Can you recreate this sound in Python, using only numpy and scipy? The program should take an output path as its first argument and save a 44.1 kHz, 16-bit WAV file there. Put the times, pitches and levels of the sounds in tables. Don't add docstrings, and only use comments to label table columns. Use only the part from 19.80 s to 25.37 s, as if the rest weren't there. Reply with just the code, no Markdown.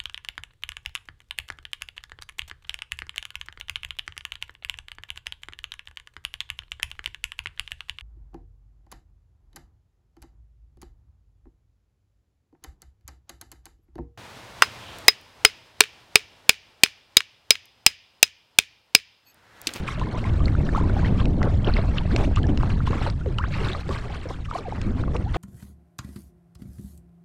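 import sys
import numpy as np
from scipy import signal
from scipy.io import wavfile
from scipy.ndimage import uniform_filter1d

SR = 44100
rng = np.random.default_rng(int(sys.argv[2]) if len(sys.argv) > 2 else 0)


def convert_level_to_amplitude(level_db):
    exponent = np.asarray(level_db, float) / 20
    return 10 ** exponent


def master(y):
    cut = np.clip(np.atleast_2d(y).T, -1, 1)
    pcm = np.round(cut * 32767)
    wavfile.write(sys.argv[1], SR, pcm.astype(np.int16))


N = 245635


def evened(x):
    return x / np.sqrt(np.mean(x ** 2) + 1e-20)


def read(points, hz):
    f, value = np.transpose(points)
    return np.interp(np.log(hz + 1), np.log(f + 1), value)


def curves(rows):
    s, *columns = np.transpose(rows)
    t = np.arange(N) / SR
    return [np.interp(t, s, column) for column in columns]


def add(mix, s, sound):
    part = mix[round(s * SR):][:len(sound)]
    part += sound[:len(part)]


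def flicker(s):
    width = round(s * SR)
    smooth = uniform_filter1d(rng.standard_normal(N), width)
    return evened(uniform_filter1d(smooth, width))


def noise(spectrum, size, patchy_db, shared_db):
    frames = 4 * N // size + 5
    hz = np.fft.rfftfreq(size, 1 / SR)
    real, imaginary, patches = rng.standard_normal((frames, len(hz), 3)).T
    patches = uniform_filter1d(patches, size=5, axis=0)
    patches = evened(uniform_filter1d(patches, size=8, axis=1))
    bin_db = read(spectrum, hz)[:, None] + patchy_db * 2 * np.tanh(patches / 2)
    bins = (real + 1j * imaginary) * convert_level_to_amplitude(bin_db)
    sound = signal.istft(bins, nperseg=size, noverlap=3 * size // 4)[1][:N]
    return evened(convert_level_to_amplitude(shared_db) * sound)


def bubble(hz, t60, swell=0.00088, climb=0.5):
    t = np.arange(0, max(t60, .003), 1 / SR)
    shape = convert_level_to_amplitude(-60 * t / t[-1]) * (1 - np.exp(-(t / swell) ** 2))
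    pitch_hz = hz * 2 ** (climb * t / t[-1])
    return shape / shape.max() * np.sin(2 * np.pi * np.cumsum(pitch_hz) / SR)


def swarm(spectrum, low_hz, high_hz, per_s, cycles, spread_db, count=50):
    loudness = convert_level_to_amplitude(spread_db * np.minimum(rng.exponential(1, N), 3.2))
    bursts = loudness * (rng.random(N) < per_s / SR)
    kind = rng.integers(0, count, N)
    out = np.zeros(N)
    for k, hz in enumerate(np.geomspace(low_hz, high_hz, count)):
        t60 = rng.uniform(0.16, 1.3) * cycles / hz
        grain = bubble(hz, t60, swell=2.2 / hz, climb=rng.uniform(-0.38, 0.52))
        out += convert_level_to_amplitude(read(spectrum, hz)) * hz * signal.oaconvolve(bursts * (kind == k), grain)[:N]
    return evened(out)


def lake_ripples():
    # (frequency [Hz], relative density [dB per Hz])
    ripple_spectrum = [(900, -47), (1600, -4.5), (3300, -21), (5500, -15), (7500, -15.5), (10000, -23.5),
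                       (13500, -94)]
    return convert_level_to_amplitude(-70.5) * noise(ripple_spectrum, size=512, patchy_db=5, shared_db=0)


def wind():
    # (time [s], gust level [dB], upper-bass buffeting above the gust [dB])
    gusts = [(0, -28, -2), (.08, -35, -7), (.25, -22, -14.5), (.3, -27, -7.5), (.51, -20.5, -9),
             (1.66, -20, -4.5), (1.8, -19, -13.5), (2.22, -22.5, -12.5), (2.33, -19, -13.5),
             (2.48, -19.5, -5.5), (2.57, -22, -19), (2.6, -18.5, -5.5), (3.25, -23.5, -12.5),
             (3.43, -24.5, -20), (3.8, -24.5, -17), (3.89, -23, -16), (3.96, -34, -38), (4.08, -26, -21),
             (4.42, -35, -12), (4.55, -35, -12), (4.67, -28, -22), (4.75, -40, -5.5), (5.035, -26, -8.5),
             (5.065, -22.5, -13), (5.3, -26.5, -2.5), (5.57, -25, -20)]
    # (frequency [Hz], relative density [dB per Hz])
    rumble_spectrum = [(15, 2), (40, 4), (100, 3), (160, -5), (260, -17), (500, -52.5), (1500, -110)]
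    buffet_spectrum = [(100, -1), (190, 0.5), (300, -4), (450, -16.5), (900, -58), (2500, -110)]
    roar_spectrum = [(200, -1), (360, 3), (550, 1), (800, -5), (1500, -31), (5000, -92)]
    gust_db, above_db = curves(gusts)
    buffet_db = gust_db + above_db
    roar_db = -11 + 0.95 * buffet_db
    lumps = flicker(0.0059)
    rumble = noise(rumble_spectrum, size=2048, patchy_db=0.0, shared_db=0.27 * flicker(0.31))
    buffet = noise(buffet_spectrum, size=1024, patchy_db=1.0, shared_db=3.1 * lumps)
    roar = noise(roar_spectrum, size=512, patchy_db=1.0, shared_db=5.3 * lumps)
    return convert_level_to_amplitude(gust_db) * rumble + convert_level_to_amplitude(buffet_db) * buffet + convert_level_to_amplitude(roar_db) * roar


def slap(push_s=0.0036):
    # (frequency [Hz], relative level [dB], time to die by 60 dB [s])
    hull_modes = [(379, -13, 0.15), (402, -7.5, 0.16), (506, 6.5, 0.058), (620, 4.5, 0.0046),
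                  (900, 6, 0.0069)]
    t = np.arange(0, .2, 1 / SR)
    push = rng.standard_normal(len(t)) * np.exp(-t / push_s)
    ring = sum(convert_level_to_amplitude(db - 60 * t / t60) * np.sin(2 * np.pi * hz * t) for hz, db, t60 in hull_modes)
    sound = signal.fftconvolve(push, ring)[:len(t)]
    return sound / abs(sound).max()


def hull_slaps():
    # (time [s], peak level [dB])
    slap_times = [(3.107, -19), (3.46, -21.5), (4.091, -18), (4.455, -26.5), (5.195, -28), (5.278, -33)]
    out = np.zeros(N)
    for s, db in slap_times:
        add(out, s, convert_level_to_amplitude(db) * slap())
    return out


def drop(hz, crack_db, crack_s=0.0014):
    t = np.arange(round(.03 * SR)) / SR
    burst = rng.standard_normal(len(t)) * np.exp(-t / crack_s) * np.minimum(t / 0.0008, 1)
    body_band = signal.butter(5, [550, 5250], "bandpass", fs=SR, output="sos")
    tick_band = signal.butter(5, [6200, 8970], "bandpass", fs=SR, output="sos")
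    sound = signal.sosfilt(body_band, burst) + convert_level_to_amplitude(-18) * signal.sosfilt(tick_band, burst)
    sound *= convert_level_to_amplitude(crack_db) / abs(sound).max()
    t60 = min(25.4 / hz, t[-1])
    add(sound, 0, bubble(hz, t60, swell=0.0007, climb=0.1))
    return sound


def blade_drops():
    # (time [s], ring level [dB], ring pitch [Hz], crack above the ring [dB])
    drop_hits = [(0.1953, -29, 2670, -2), (0.441, -26.5, 2090, -14), (0.6567, -23, 4220, -16),
                 (0.681, -24, 2080, -14), (0.852, -42, 5600, -15.5), (1.455, -30, 2460, 4.5),
                 (1.6287, -21, 1930, -4.5), (1.8458, -23, 3100, -29), (1.872, -23.5, 2850, -22),
                 (1.938, -21.5, 4180, -34), (1.967, -18, 2100, -20), (2.1833, -18.5, 2930, -21),
                 (2.362, -25.5, 2470, 10.5), (2.451, -32, 2800, -15), (2.558, -32, 7100, -10),
                 (2.561, -23.5, 2740, 0), (2.631, -29.5, 3080, -2), (2.668, -36, 5550, -2),
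                 (2.774, -29.5, 2830, 5), (2.827, -31.5, 2610, -3), (3.068, -30, 2840, -2),
                 (3.3, -29, 4700, 1.5), (3.5842, -18, 2910, -7.5), (3.847, -26, 3900, -21),
                 (3.886, -24.5, 3500, -17), (3.917, -27, 3280, -29), (3.932, -24.5, 3740, -7),
                 (4.091, -37, 2660, 8.5), (4.489, -35, 5350, -20), (4.708, -58, 2650, 22),
                 (5.0146, -37, 1980, 11.5), (5.3647, -30, 2650, 1)]
    out = np.zeros(N)
    for s, db, *character in drop_hits:
        add(out, s, convert_level_to_amplitude(db) * drop(*character))
    return out


def air_pockets():
    # (time [s], peak level [dB], pitch [Hz], time to die by 60 dB, at least 0.003 [s])
    large_bubbles = [(0.214, -23, 978, 0.055), (0.268, -29, 953, 0.038), (0.347, -29.5, 960, 0.11),
                     (0.451, -28.5, 1005, 0.073), (0.604, -29, 1135, 0.069), (0.751, -25, 1320, 0.012),
                     (0.89, -21.5, 1570, 0.0092), (0.948, -17, 1060, 0.032), (0.959, -19.5, 1242, 0.046),
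                     (1.037, -27, 950, 0.058), (1.096, -26.5, 1390, 0.025), (1.165, -22, 754, 0.06),
                     (1.192, -27.5, 1470, 0.02), (1.23, -28, 935, 0.057), (1.247, -26, 1830, 0.033),
                     (1.414, -28, 1014, 0.034), (1.617, -17, 1090, 0.0046), (1.896, -25.5, 1380, 0.026),
                     (1.985, -24, 620, 0.066), (2.571, -20.5, 1140, 0.046), (2.64, -31.5, 1645, 0.045),
                     (2.833, -12, 830, 0.0023), (3.004, -24.5, 1240, 0.012), (3.074, -19.5, 970, 0.026),
                     (3.131, -22, 1050, 0.021), (3.214, -23, 750, 0.026), (3.264, -19.5, 855, 0.023),
                     (3.41, -37, 1360, 0.042), (3.586, -20, 1240, 0.015), (3.639, -17.5, 1380, 0.0074),
                     (3.949, -24, 1146, 0.033), (4.109, -24, 1060, 0.031), (4.504, -30, 1000, 0.046),
                     (4.712, -20, 1170, 0.015), (4.882, -22.5, 460, 0.028), (4.923, -21.5, 783, 0.022),
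                     (5.237, -22.5, 1196, 0.0066), (5.279, -28, 1060, 0.024), (5.35, -24, 462, 0.087),
                     (5.544, -26.5, 1173, 0.06)]
    # (swell time [s], pitch climb [octaves])
    risers = [(0.361, -34, 930, 0.054, 0.013, 1.44), (0.975, -19.5, 750, 0.07, 0.0012, 2.8),
              (1.0, -28, 900, 0.073, 0.0033, 2), (2.315, -20.5, 150.2, 0.12, 0.019, 5),
              (3.468, -26, 467, 0.099, 0.0081, -1.3), (3.585, -28.5, 753, 0.16, 0.012, 4.65),
              (3.639, -28, 900, 0.064, 0.0033, 3), (4.684, -37, 1180, 0.022, 0.019, 0),
              (4.748, -23, 1103, 0.014, 0.009, -0.1), (4.753, -21, 605, 0.025, 0.007, 0.9),
              (4.845, -31.5, 900, 0.1, 0.025, -1.3), (5.455, -34, 671, 0.077, 0.013, 1.3),
              (5.051, -28, 288.4, 0.23, 0.0056, 1.9), (5.095, -25.5, 280, 0.052, 0.0097, -0.6),
              (5.062, -20, 189, 0.12, 0.0048, 0.5), (5.148, -22, 235, 0.094, 0.011, 0.5)]
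    # (delay [s], level [dB])
    deck_echoes = [(.0057, -18)]
    bubbles = np.zeros(N)
    for s, db, *shape in (*large_bubbles, *risers):
        add(bubbles, s, convert_level_to_amplitude(db) * bubble(*shape))
    out = bubbles.copy()
    for delay, db in deck_echoes:
        add(out, delay, convert_level_to_amplitude(db) * bubbles)
    return out


def churn():
    # (time [s], level [dB])
    churn_levels = [(0, -46.5), (.1, -43), (.6, -48), (1.2, -46), (1.45, -48.5), (1.53, -53.5),
                    (1.75, -49.5), (2.0, -44), (2.5, -49), (2.73, -53.5), (2.87, -41.5), (3.03, -51),
                    (3.28, -37.5), (3.35, -57.5), (3.55, -51), (3.82, -47.5), (4.05, -51), (4.45, -49),
                    (4.68, -56), (4.75, -50.5), (5.05, -47.5), (5.3, -55), (5.57, -47.5)]
    # (time of peak [s], rise of the churn [dB], length [s],
    # rise of the spray [dB], rise of the slosh [dB])
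    splashes = [(0.109, 4, 0.062, 8.5, -8), (0.975, 5.5, 0.059, 10.5, -13), (1.261, 9.5, 0.043, 7.5, 8),
                (1.404, 12.5, 0.043, 7.5, -21), (1.655, 3.5, 0.1, 2, 22), (1.879, 10.5, 0.046, -6, 17.5),
                (1.974, 8.5, 0.077, 0, 7), (2.18, 18.5, 0.023, 4, 5), (2.412, 7, 0.12, 9.5, 16.5),
                (2.569, 9.5, 0.062, 5, 3), (3.072, 11, 0.026, 9, -6), (3.122, 7.5, 0.055, 6, 12),
                (3.741, 10.5, 0.046, 3, -10), (3.881, 13, 0.27, 8.5, 11), (4.103, -8, 0.033, 8, 21.5),
                (4.139, 15.5, 0.11, 10.5, 5), (4.33, 8.5, 0.13, 5.5, 7.5), (4.509, 6, 0.03, 9.5, 15),
                (4.753, 9, 0.079, 12, 13.5), (5.355, 11, 0.035, 14, 22.5), (5.56, 15.5, 0.034, 8, 17)]
    # (frequency [Hz], relative density [dB per Hz])
    churn_spectrum = [(350, -43.5), (700, -21.5), (1100, 0.5), (1600, -6.5), (2800, -11), (4200, -15.5),
                      (5500, -28.5), (8000, -61)]
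    slosh_spectrum = [(200, -8), (400, -2.5), (600, -7.5), (900, -10.5), (1500, -16), (5000, -101.5)]
    spray_spectrum = [(3000, -6), (5300, 4), (7000, 2), (8600, -1), (10000, -9.5), (12400, -12.5),
                      (15000, -58)]
    churn_db, = curves(churn_levels)
    t = np.arange(N) / SR
    coarse_t = t[::32]
    s, *rises_db, = np.transpose(splashes)
    sheet_rise, length, spray_rise, slosh_rise = rises_db
    swell = np.exp(-(2 * (coarse_t[:, None] - s) / length) ** 2)
    splash_db = np.interp(t, coarse_t, swell @ sheet_rise)
    mist_db = np.interp(t, coarse_t, swell @ spray_rise)
    low_db = np.interp(t, coarse_t, swell @ slosh_rise)

    bursts = flicker(0.017)
    body_flicker = 5.3 * bursts * convert_level_to_amplitude(-0.6 * splash_db)
    body = 0.93 * noise(churn_spectrum, size=256, patchy_db=8.0, shared_db=body_flicker)
    body += 0.57 * swarm(churn_spectrum, 1553, 5510, per_s=1500, cycles=49.6, spread_db=6.0)
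    slosh = noise(slosh_spectrum, size=512, patchy_db=3.0, shared_db=3.2 * flicker(0.024))
    slosh += 0.87 * swarm(slosh_spectrum, 230.4, 904, per_s=90, cycles=33.7, spread_db=3.5)
    glugs = swarm(churn_spectrum, 480, 1915, per_s=360, cycles=37, spread_db=0.0)
    spray = 0.26 * noise(spray_spectrum, size=256, patchy_db=3.5, shared_db=3.4 * bursts)
    spray += 0.15 * swarm(spray_spectrum, 4530, 10040, per_s=150, cycles=34, spread_db=4.5)

    out = convert_level_to_amplitude(churn_db + splash_db) * body
    out += convert_level_to_amplitude(1.5 + churn_db + low_db) * slosh
    out += convert_level_to_amplitude(churn_db + 0.4 * splash_db - 4) * glugs
    out += convert_level_to_amplitude(-18.5 + 0.71 * churn_db + mist_db) * spray
    return out


def scene():
    mix = lake_ripples() + wind() + hull_slaps() + blade_drops() + air_pockets() + churn()
    return mix[None]


def band_limit(x):
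    return signal.sosfilt(signal.butter(12, 15270, fs=SR, output="sos"), x)


def record(dry):
    return band_limit(dry)


dry = scene()
out = record(dry)
master(out)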